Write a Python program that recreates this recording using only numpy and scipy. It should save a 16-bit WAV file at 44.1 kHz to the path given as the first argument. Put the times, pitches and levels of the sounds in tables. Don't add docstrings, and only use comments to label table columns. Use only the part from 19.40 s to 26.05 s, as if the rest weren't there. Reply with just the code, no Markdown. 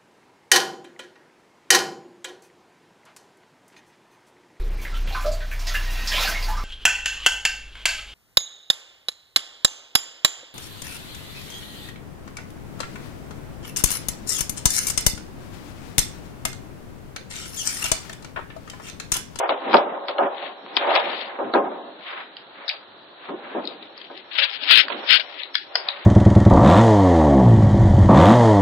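import sys
import numpy as np
from scipy import signal
from scipy.fft import rfft, irfft, next_fast_len
from scipy.io import wavfile
from scipy.ndimage import uniform_filter1d, map_coordinates

SR = 44100
rng = np.random.default_rng(int(sys.argv[2]) if len(sys.argv) > 2 else 0)


def waveform_to_disk(signal):
    frames = np.transpose(np.atleast_2d(signal))
    scaled = np.clip(frames, -1, 1) * 32767
    samples = np.round(scaled).astype(np.int16)
    wavfile.write(sys.argv[1], SR, samples)


def nominal_scale(level):
    x = np.asarray(level, float) / 20
    return 10 ** x


N = 293265

JOLT_DB_PER_S = 6000

# start_s, end_s, level_db, brightness_db, heaviness_db
SLIDES = [(0, 0.051, -22.5, -9, -26), (0.283, .33, -25.5, -8.5, -7.5), (1.029, 1.079, -37.5, -2, -10),
          (1.264, 1.362, -51, -17, 2), (1.424, 1.484, -28.5, 1.5, -9.5), (1.477, 1.54, -24, -8, -15),
          (1.547, 1.588, -20.5, -2.5, -29), (1.616, 1.728, -31.5, -2.5, -8), (1.791, 1.964, -41, 1.5, -8.5),
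          (2.694, 2.81, -45.5, 10, -4.5), (3.187, 3.245, -51.5, 10, -1), (3.278, 3.343, -43.5, 1.5, -11.5),
          (3.86, 3.888, -48, 7, -14), (4.055, 4.15, -46, 6.3, 0.1), (4.996, 5.047, -38.5, 6, -26),
          (5.32, 5.331, -32.5, 0.5, -3.5), (5.483, 5.477, -43, -5, -3.5), (5.555, 5.653, -39, -7.5, -5.5),
          (5.685, 5.789, -38.5, 3.5, -8), (5.91, 6.092, -49.5, 1.8, -15), (6.258, 6.307, -63, -5, -31),
          (6.393, 6.381, -34, -3, -19), (6.496, 6.485, -34.5, 3, -27), (6.55, 6.652, -51, 8, -26)]
# centre_hz, width_hz, level_db
BOARD = [(343, 26, -6), (399, 18, -4.5), (496, 22, -7.5), (565, 25, 0.5), (704, 70, -6.5), (797, 13, 2),
         (929, 40, -5), (1064, 13, -1.5), (1250, 45, -6), (1650, 50, -6)]
PUSH_DB_PER_S, STOP_DB_PER_S = 165.5, 218.5
LINGER_DB, LINGER_DB_PER_S = -8, 56
KNOCK_BRIGHT_DB = -12


def drag():
    shudders = [(s, s + length_s, db, KNOCK_BRIGHT_DB, heavy_db)
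                for s, _, db, length_s, heavy_db in KNOCKS]
    start, end, db, bright_db, heavy_db = np.transpose(SLIDES + shudders)
    swell = np.repeat([PUSH_DB_PER_S, JOLT_DB_PER_S], [len(SLIDES), len(KNOCKS)])
    direct_db = held(start, end, db, swell, STOP_DB_PER_S)
    linger_db = held(start, end, db + LINGER_DB, swell, LINGER_DB_PER_S)
    level_db = np.maximum(direct_db, linger_db) + 0.34
    gain = summed(level_db, nominal_scale([0 * db, bright_db - 1.5, heavy_db - 0.5]))

    board = modes(BOARD)
    hump = lambda hz, centre_hz, steep_db: nominal_scale(-steep_db * np.log2(hz / centre_hz + 1e-3) ** 2)
    body = paired(grains(2.1, rate=60), lambda hz: hump(hz, 681, 9.7) * (0.41 + abs(board(hz))))
    upper = paired(grains(1.7, rate=90), lambda hz: hump(hz, 1334, 6.9))
    lower = paired(grains(1.7, rate=32), lambda hz: hump(hz, 333, 15))
    return gain[0] * body + gain[1] * upper + gain[2] * lower


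# start_s, peak_db, shudder_db, shudder_s, heaviness_db
KNOCKS = [(0.091, -23, -21.5, 0.032, -18.5), (0.338, -2.5, -11, .014, -11.5),
          (0.69, -16.5, -34, 0.073, -18), (0.789, -18, -20.5, 0.07, -12.5), (1.989, -24, -28, .02, -9.5),
          (2.003, -21, -31.5, 0.094, -1), (2.138, -9, -18.5, 0.014, -7.5), (2.149, -4.5, -19.5, 0.024, -2),
          (3.889, -23, -34.5, 0.043, 1.5), (4.15, -30, -28, 0.033, 0), (4.7, -28.5, -49, 0.055, 3.5),
          (5.501, -19, -32.5, 0.022, 0.5)]
KNOCK_T60_S = 0.17


def knocks():
    out, t = np.zeros((2, N + SR)), np.arange(SR // 4) / SR
    board, floor = modes(BOARD), modes([(600, 800, 0)])

    def table_top(hz):
        lowpass = (1 + 1j * hz / 1500) ** 2
        highpass = (1 - 1j * 220 / (hz + 1)) ** 2
        return (board(hz) + 0.22 * floor(hz)) / lowpass / highpass

    for s, db, *_ in KNOCKS:
        shake = nominal_scale(-60 * t / KNOCK_T60_S) * rng.standard_normal((2, len(t)))
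        shake[0, :30] += 7 * np.hanning(30) * np.linspace(1, -1, 30)
        mid, side = filtered(shake, table_top)
        ring = np.array([mid + 0.65 * side, mid - 0.34 * side])
        out[:, round(s * SR):][:, :len(t)] += nominal_scale(db - 2.5) * ring / abs(mid).max()
    return out[:, :N]


# start_s, peak_db, centre_hz, left_minus_right_db
CORE = [(.0927, -14, 2190, 2), (.3306, -14, 2000, 14.5), (.3425, -8, 1287, 2), (.7831, -19, 1510, 5),
        (.9807, -27.5, 3440, 16), (1.2625, -33, 1490, 1), (1.3714, -9.5, 2130, 9), (1.5614, -13, 1980, 5),
        (2.138, -15.5, 3480, -5), (3.8551, -34, 1600, -4)]
# start_s, peak_db, centre_hz, left_minus_right_db
TICKS = [(.3681, -8, 3180, 4.3), (1.3668, -3.5, 3220, 11.5), (2.6758, -33, 1950, 5),
         (2.7043, -27.5, 1650, -0.5), (2.9677, -22.5, 3060, 0.5), (3.2799, -13.5, 3750, 10.5),
         (3.2844, -17, 4130, 13.5), (3.2909, -8.5, 3900, 6), (3.2964, -11.5, 2400, -0.5),
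         (4.2527, -23, 4070, 7.5), (4.2737, -15, 3840, 16.5), (4.4263, -29.5, 3550, 8),
         (4.577, -28, 4500, 6.5), (4.6144, -26, 3030, 25), (4.6478, -31, 2860, 3.5),
         (4.7755, -27, 3600, 11), (6.0332, -15.5, 3980, 13.5), (6.4862, -8.5, 3850, 4.2)]
# start_s, peak_db, centre_hz, left_minus_right_db
SNAPS = [(.6835, -16, 3350, 4), (1.5529, -9.5, 3250, 3), (6.3545, -2, 4300, 11), (6.3595, -10, 2000, 3),
         (5.049, -13, 3200, 17.5), (5.2426, -24, 2500, -2), (5.295, -15.5, 3430, -1), (5.3085, -3, 2980, 0),
         (5.3689, -20.5, 2940, 5.5), (5.4825, -17.5, 1555, 2), (5.502, -21, 2250, -10.5),
         (5.5209, -22.5, 2300, -12), (5.6858, -29, 2490, -9), (5.697, -21.5, 2530, 4)]
# start_s, peak_db, centre_hz, left_minus_right_db
SPRINGS = [(6.153, -2, 3394, 9)]
# kind, body_db, breadth_db, shaft_ring_db
CONTACTS = [(CORE, 2.3, -17, -29), (TICKS, -21.5, -8, -38), (SNAPS, -7.5, -2.5, -30),
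            (SPRINGS, -34, -3, -11.5)]
# centre_hz, width_hz, level_db
SHAFT = [(1693, 45, -0.5), (2240, 89, 0), (3900, 58, -3)]


def clicks():
    out, t = np.zeros((2, N + SR)), np.arange(2048) / SR
    contacts = [(*row, *colour) for kind, *colour in CONTACTS for row in kind]
    for s, db, hz, pan_db, body_db, broad_db, ring_db in contacts:
        envelope = nominal_scale(-60 * t / 0.0082) * (1 - np.exp(-t / 0.00046))
        crack = envelope * rng.standard_normal((2, len(t)))
        crack[1] = 0.41 * crack[0] + 1.2 * crack[1]
        bands = [(hz, 450, 0), (4700, 1500, broad_db - 3.0), (1800, 600, broad_db - 8.5)]
        steel = filtered(crack, modes(bands))
        steel = steel / abs(steel).max(1, keepdims=True) * nominal_scale(-3.5) * sides(pan_db)[:, None]
        body = filtered(crack[0], modes([(1075, 300, 0)]))
        ring = filtered(crack, modes(SHAFT))
        hit = nominal_scale(db + 1.23) * (steel + nominal_scale(body_db) * body / abs(body).max())
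        hit = hit + nominal_scale(db + ring_db) * ring / abs(ring).max()
        tail = nominal_scale(-7) * room(hit)
        out[:, round(s * SR):][:, :len(t)] += hit
        out[:, round(s * SR):][:, :tail.shape[1]] += tail
    return out[:, :N]


# freq_hz, t60_s
ROOM = [(200, 0.65), (700, 0.31), (2000, 0.24), (5000, 0.24)]


def room(x):
    hz, t, z = signal.stft(rng.standard_normal((2, SR // 4)), SR, nperseg=256)
    decay = nominal_scale(-60 * t / along(ROOM, hz)[:, None])
    tail = signal.istft(z * decay, SR, nperseg=256)[1]
    return signal.fftconvolve(x, tail / np.linalg.norm(tail[0]), axes=1)


# start_s, end_s, level_db, left_minus_right_db
GRINDS = [(0, 0.005, -46, 7), (0.162, 0.264, -49, 6), (0.331, 0.327, -34.5, 8), (0.988, 0.994, -42, 13.5),
          (1.036, 1.067, -39.5, 19), (1.298, 1.365, -49, 3), (1.503, 1.545, -32, 16.5),
          (1.603, 1.7, -36.5, 17.5), (1.734, 1.83, -35, 9.5), (2.657, 2.716, -42.5, 6),
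          (2.74, 2.812, -45.5, 12), (3.176, 3.263, -57.5, 3.5), (3.846, 3.904, -50, 6),
          (4.133, 4.255, -53, 7), (4.265, 4.32, -46.5, 11), (4.43, 4.455, -49, 0), (4.593, 4.651, -48.5, 7),
          (4.78, 4.766, -41, 9), (5.9, 5.911, -42.5, 16), (5.993, 6.007, -35, 15), (6.2, 6.218, -46, 4),
          (6.309, 6.33, -51.5, 8), (6.406, 6.474, -45.5, 6), (6.526, 6.651, -45, 5.5)]
# start_s, level_db, left_minus_right_db
SKIDS = [(0.094, -30, 7.5), (0.373, -37, -8), (0.684, -32.5, 2.5), (1.38, -36.5, 1), (1.558, -20, 8),
         (2.141, -40, 9), (2.97, -45.5, 3), (3.299, -29.5, 4), (4.279, -49.5, 3), (6.144, -32.5, 7.5),
         (6.162, -38, 16), (6.368, -38, 2.5), (6.487, -32, 14)]
# freq_hz, level_db_per_hz
GRIT = [(530, -20.5), (900, -4.5), (1050, -4), (1180, -7.5), (1690, -6), (2140, -4), (3590, -3),
        (4860, -12), (5270, -29), (6850, -56.5), (11600, -120)]
GRIND_SWELL_DB_PER_S, GRIND_FADE_DB_PER_S, SKID_FADE_DB_PER_S = 210, 227, 322


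def scrape():
    start, end, db, pan_db = np.transpose(GRINDS)
    grind_db = held(start, end, db, GRIND_SWELL_DB_PER_S, GRIND_FADE_DB_PER_S)
    grinds = summed(grind_db, sides(pan_db))
    s, db, pan_db = np.transpose(SKIDS)
    skids = summed(held(s, s, db, JOLT_DB_PER_S, SKID_FADE_DB_PER_S), sides(pan_db))
    grit = paired(grains(2.3, rate=160), lambda hz: tone(GRIT, 3800, 9)(hz) * (hz > 1700))
    return np.hypot(grinds, skids) * grit


# start_s, end_s, level_db
STROKES = [(5.099, 5.097, -24.5), (5.135, 5.165, -26.5), (5.216, 5.258, -27), (5.287, 5.286, -18),
           (5.315, 5.337, -2.5), (5.358, 5.379, -9.5), (5.377, 5.406, -8), (5.423, 5.439, -24.5),
           (5.586, 5.596, -34.5), (5.706, 5.732, -7), (5.727, 5.752, -5.5), (5.769, 5.768, -9),
           (5.823, 5.851, -42.5)]
# start_s, end_s, level_db
FLICKS = [
    (4.915, 4.939, -29),
    (4.954, 4.967, -21.5),
    (4.983, 5.001, -12),
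    (5.023, 5.044, -10.5),
    (5.799, 5.798, -13),
]
# start_s, end_s, level_db
ASIDE = [(4.943, 4.96, -48), (5.011, 5.08, -37.5), (5.145, 5.161, -42), (5.27, 5.342, -38.5),
         (5.398, 5.46, -42.5), (5.522, 5.524, -26), (5.544, 5.585, -31), (5.7, 5.748, -32.5),
         (5.803, 5.837, -49.5)]
# freq_hz, level_db_per_hz
SKIN = [(350, -60), (600, -25.5), (1040, -28.5), (1260, -11), (1440, -7.5), (1600, -7), (1970, -5.5),
        (2970, 0.5), (3560, 0), (5270, -9), (6850, -38.5), (11600, -120)]
LAND_DB_PER_S, LIFT_DB_PER_S, CATCH_DB_PER_S = 625.5, 750.5, 2504
FIRMER = 8.6
CRACKLE_PER_S, CRACKLE_DB = 1300, 3


def rub():
    start, end, db = np.transpose(STROKES + FLICKS)
    is_stroke = np.arange(len(db)) < len(STROKES)
    land = np.where(is_stroke, LAND_DB_PER_S + FIRMER * db, CATCH_DB_PER_S)
    lift = LIFT_DB_PER_S + FIRMER * db
    pressure = summed(held(start, end, db, land, lift), [np.ones(len(db))])[0]

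    chance, size = rng.random(N), rng.exponential(size=N)
    pops = (chance < CRACKLE_PER_S / SR) * nominal_scale(CRACKLE_DB * size)
    crackle = unit(pops * np.sign(size - np.log(2)))
    hiss = nominal_scale(1.5 * wobble(90)) * grains(1.2, rate=300)[0]
    left = pressure * unit(filtered(hiss + nominal_scale(-6.5) * crackle, tone(SKIN, 3400, 6)))

    grit = tone(GRIT, 3800, 14)
    tilt = lambda hz: nominal_scale(-2.5 * np.log2(hz / 2000 + .1)) * (hz > 900)
    far = unit(filtered(grains(3.7, rate=120), lambda hz: grit(hz) * tilt(hz)))
    aside_db = held(*np.transpose(ASIDE), GRIND_SWELL_DB_PER_S, GRIND_FADE_DB_PER_S)
    aside = summed(aside_db, [np.ones(len(ASIDE))])
    return np.array([left, np.zeros(N)]) + aside * far * nominal_scale([[-9], [.1]])


# freq_hz, level_db_per_hz
AIR = [(35, -49), (60, -23.5), (259, -11), (295, -7), (376, -4.5), (453, -8), (547, -5), (1680, -10),
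       (2230, -18), (4290, -8), (5270, -53), (6850, -61.5), (11600, -120)]
AIR_DB = -48.5


def room_air():
    level = nominal_scale(AIR_DB + 1.82 + 0.4 * wobble(3))
    return level * paired(rng.standard_normal((2, N)), tone(AIR, 3986, 19))


def unit(x):
    return x / np.sqrt(np.mean(x ** 2) + 1e-20)


def along(points, hz):
    f, v = np.transpose(points)
    return np.interp(np.log(hz + 1), np.log(f + 1), v)


def wobble(rate):
    knots = rng.standard_normal(int(N * rate / SR) + 4)
    return map_coordinates(knots, [np.arange(N) * rate / SR])


def filtered(x, response):
    m = next_fast_len(x.shape[-1] + 8192)
    return irfft(rfft(x, m) * response(np.fft.rfftfreq(m, 1 / SR)), m)[..., :x.shape[-1]]


def modes(table):
    def response(f):
        total = 0
        for k, (centre, width, db) in enumerate(table):
            damping = 1j * f * width
            total = total + (-1) ** k * nominal_scale(db) * damping / (centre * centre - f * f + damping)
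        return total
    return response


def tone(points, knee_hz, slope_db):
    def gain(hz):
        rolloff_db = slope_db * np.maximum(hz - knee_hz, 0) / 1000
        return nominal_scale(along(points, np.minimum(hz, knee_hz)) - rolloff_db)
    return gain


def grains(spread_db, rate):
    return nominal_scale(spread_db * wobble(rate)) * rng.standard_normal((2, N))


# freq_hz, likeness_0_to_1
ALIKE = [(60, 0.82), (140, 0.96), (350, 0.84), (830, 0.43), (2000, 0.07), (4820, 0.076)]


def paired(pair, gain):
    turn = lambda hz: np.arccos(np.clip(along(ALIKE, hz), 0, 1)) / 2
    mid, side = filtered(pair, lambda hz: gain(hz) * [np.cos(turn(hz)), np.sin(turn(hz))])
    return unit(np.array([mid + side, mid - side]))


def sides(pan_db):
    right = nominal_scale(-pan_db)
    return 2 * np.array([np.ones_like(right), right]) / np.sqrt(1 + right ** 2)


def held(start, end, db, swell, fade):
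    t = np.arange(0, N / SR + .01, .001)[:, None]
    return db - np.maximum(np.maximum(swell * (start - t), fade * (t - end)), 0)


def summed(level_db, gains):
    total = np.sqrt(nominal_scale(2 * level_db) @ np.transpose(gains) ** 2)
    t = np.arange(N) / SR
    return np.array([np.interp(t, np.arange(len(c)) / 1000, c) for c in total.T])


def scene():
    return drag() + knocks() + clicks() + scrape() + rub() + room_air()


# freq_hz, level_db
MASK = [(60, -23.5), (150, -27.5), (300, -24), (1000, -24.5), (2200, -27), (3500, -35.5), (4300, -23),
        (4800, -22), (5400, -22)]


def starved(x, ragged_db, treble_db):
    hz, _, z = signal.stft(x, SR, window="cosine", nperseg=2048)
    size, used = 7, 260
    hz, power = hz[:used], abs(z[:, :used])
    weight = nominal_scale(treble_db * np.clip(hz / 2500, 0, 1))[:, None]
    loud = np.sqrt(np.sum((power * weight) ** 2, axis=1, keepdims=True))
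    ragged = rng.standard_normal((2, used // size + 1, z.shape[2]))
    ragged = np.repeat(ragged, size, axis=1)[:, :used]
    ragged = unit(uniform_filter1d(ragged, size=3, axis=2))
    budget = rng.standard_normal((2, 1, z.shape[2]))
    near = uniform_filter1d(power, 3, axis=1)
    threshold_db = along(MASK, hz)[:, None] - 12.5 + ragged_db * ragged + 2.5 * budget
    z[:, :used] *= near > loud * nominal_scale(threshold_db)
    return signal.istft(z, SR, window="cosine", nperseg=2048)[1][:, :N]


def roll_off(x):
    return signal.sosfilt(signal.butter(12, 5420, fs=SR, output="sos"), x)


def record(dry):
    x = filtered(dry, lambda hz: hz < 5450)
    x = starved(x, ragged_db=4.5, treble_db=6.5)
    x = filtered(np.clip(x, -1, 1), lambda hz: hz < 15800)
    x = np.clip(x, -1, 1)
    return roll_off(x)


dry = scene()
out = record(dry)
waveform_to_disk(out)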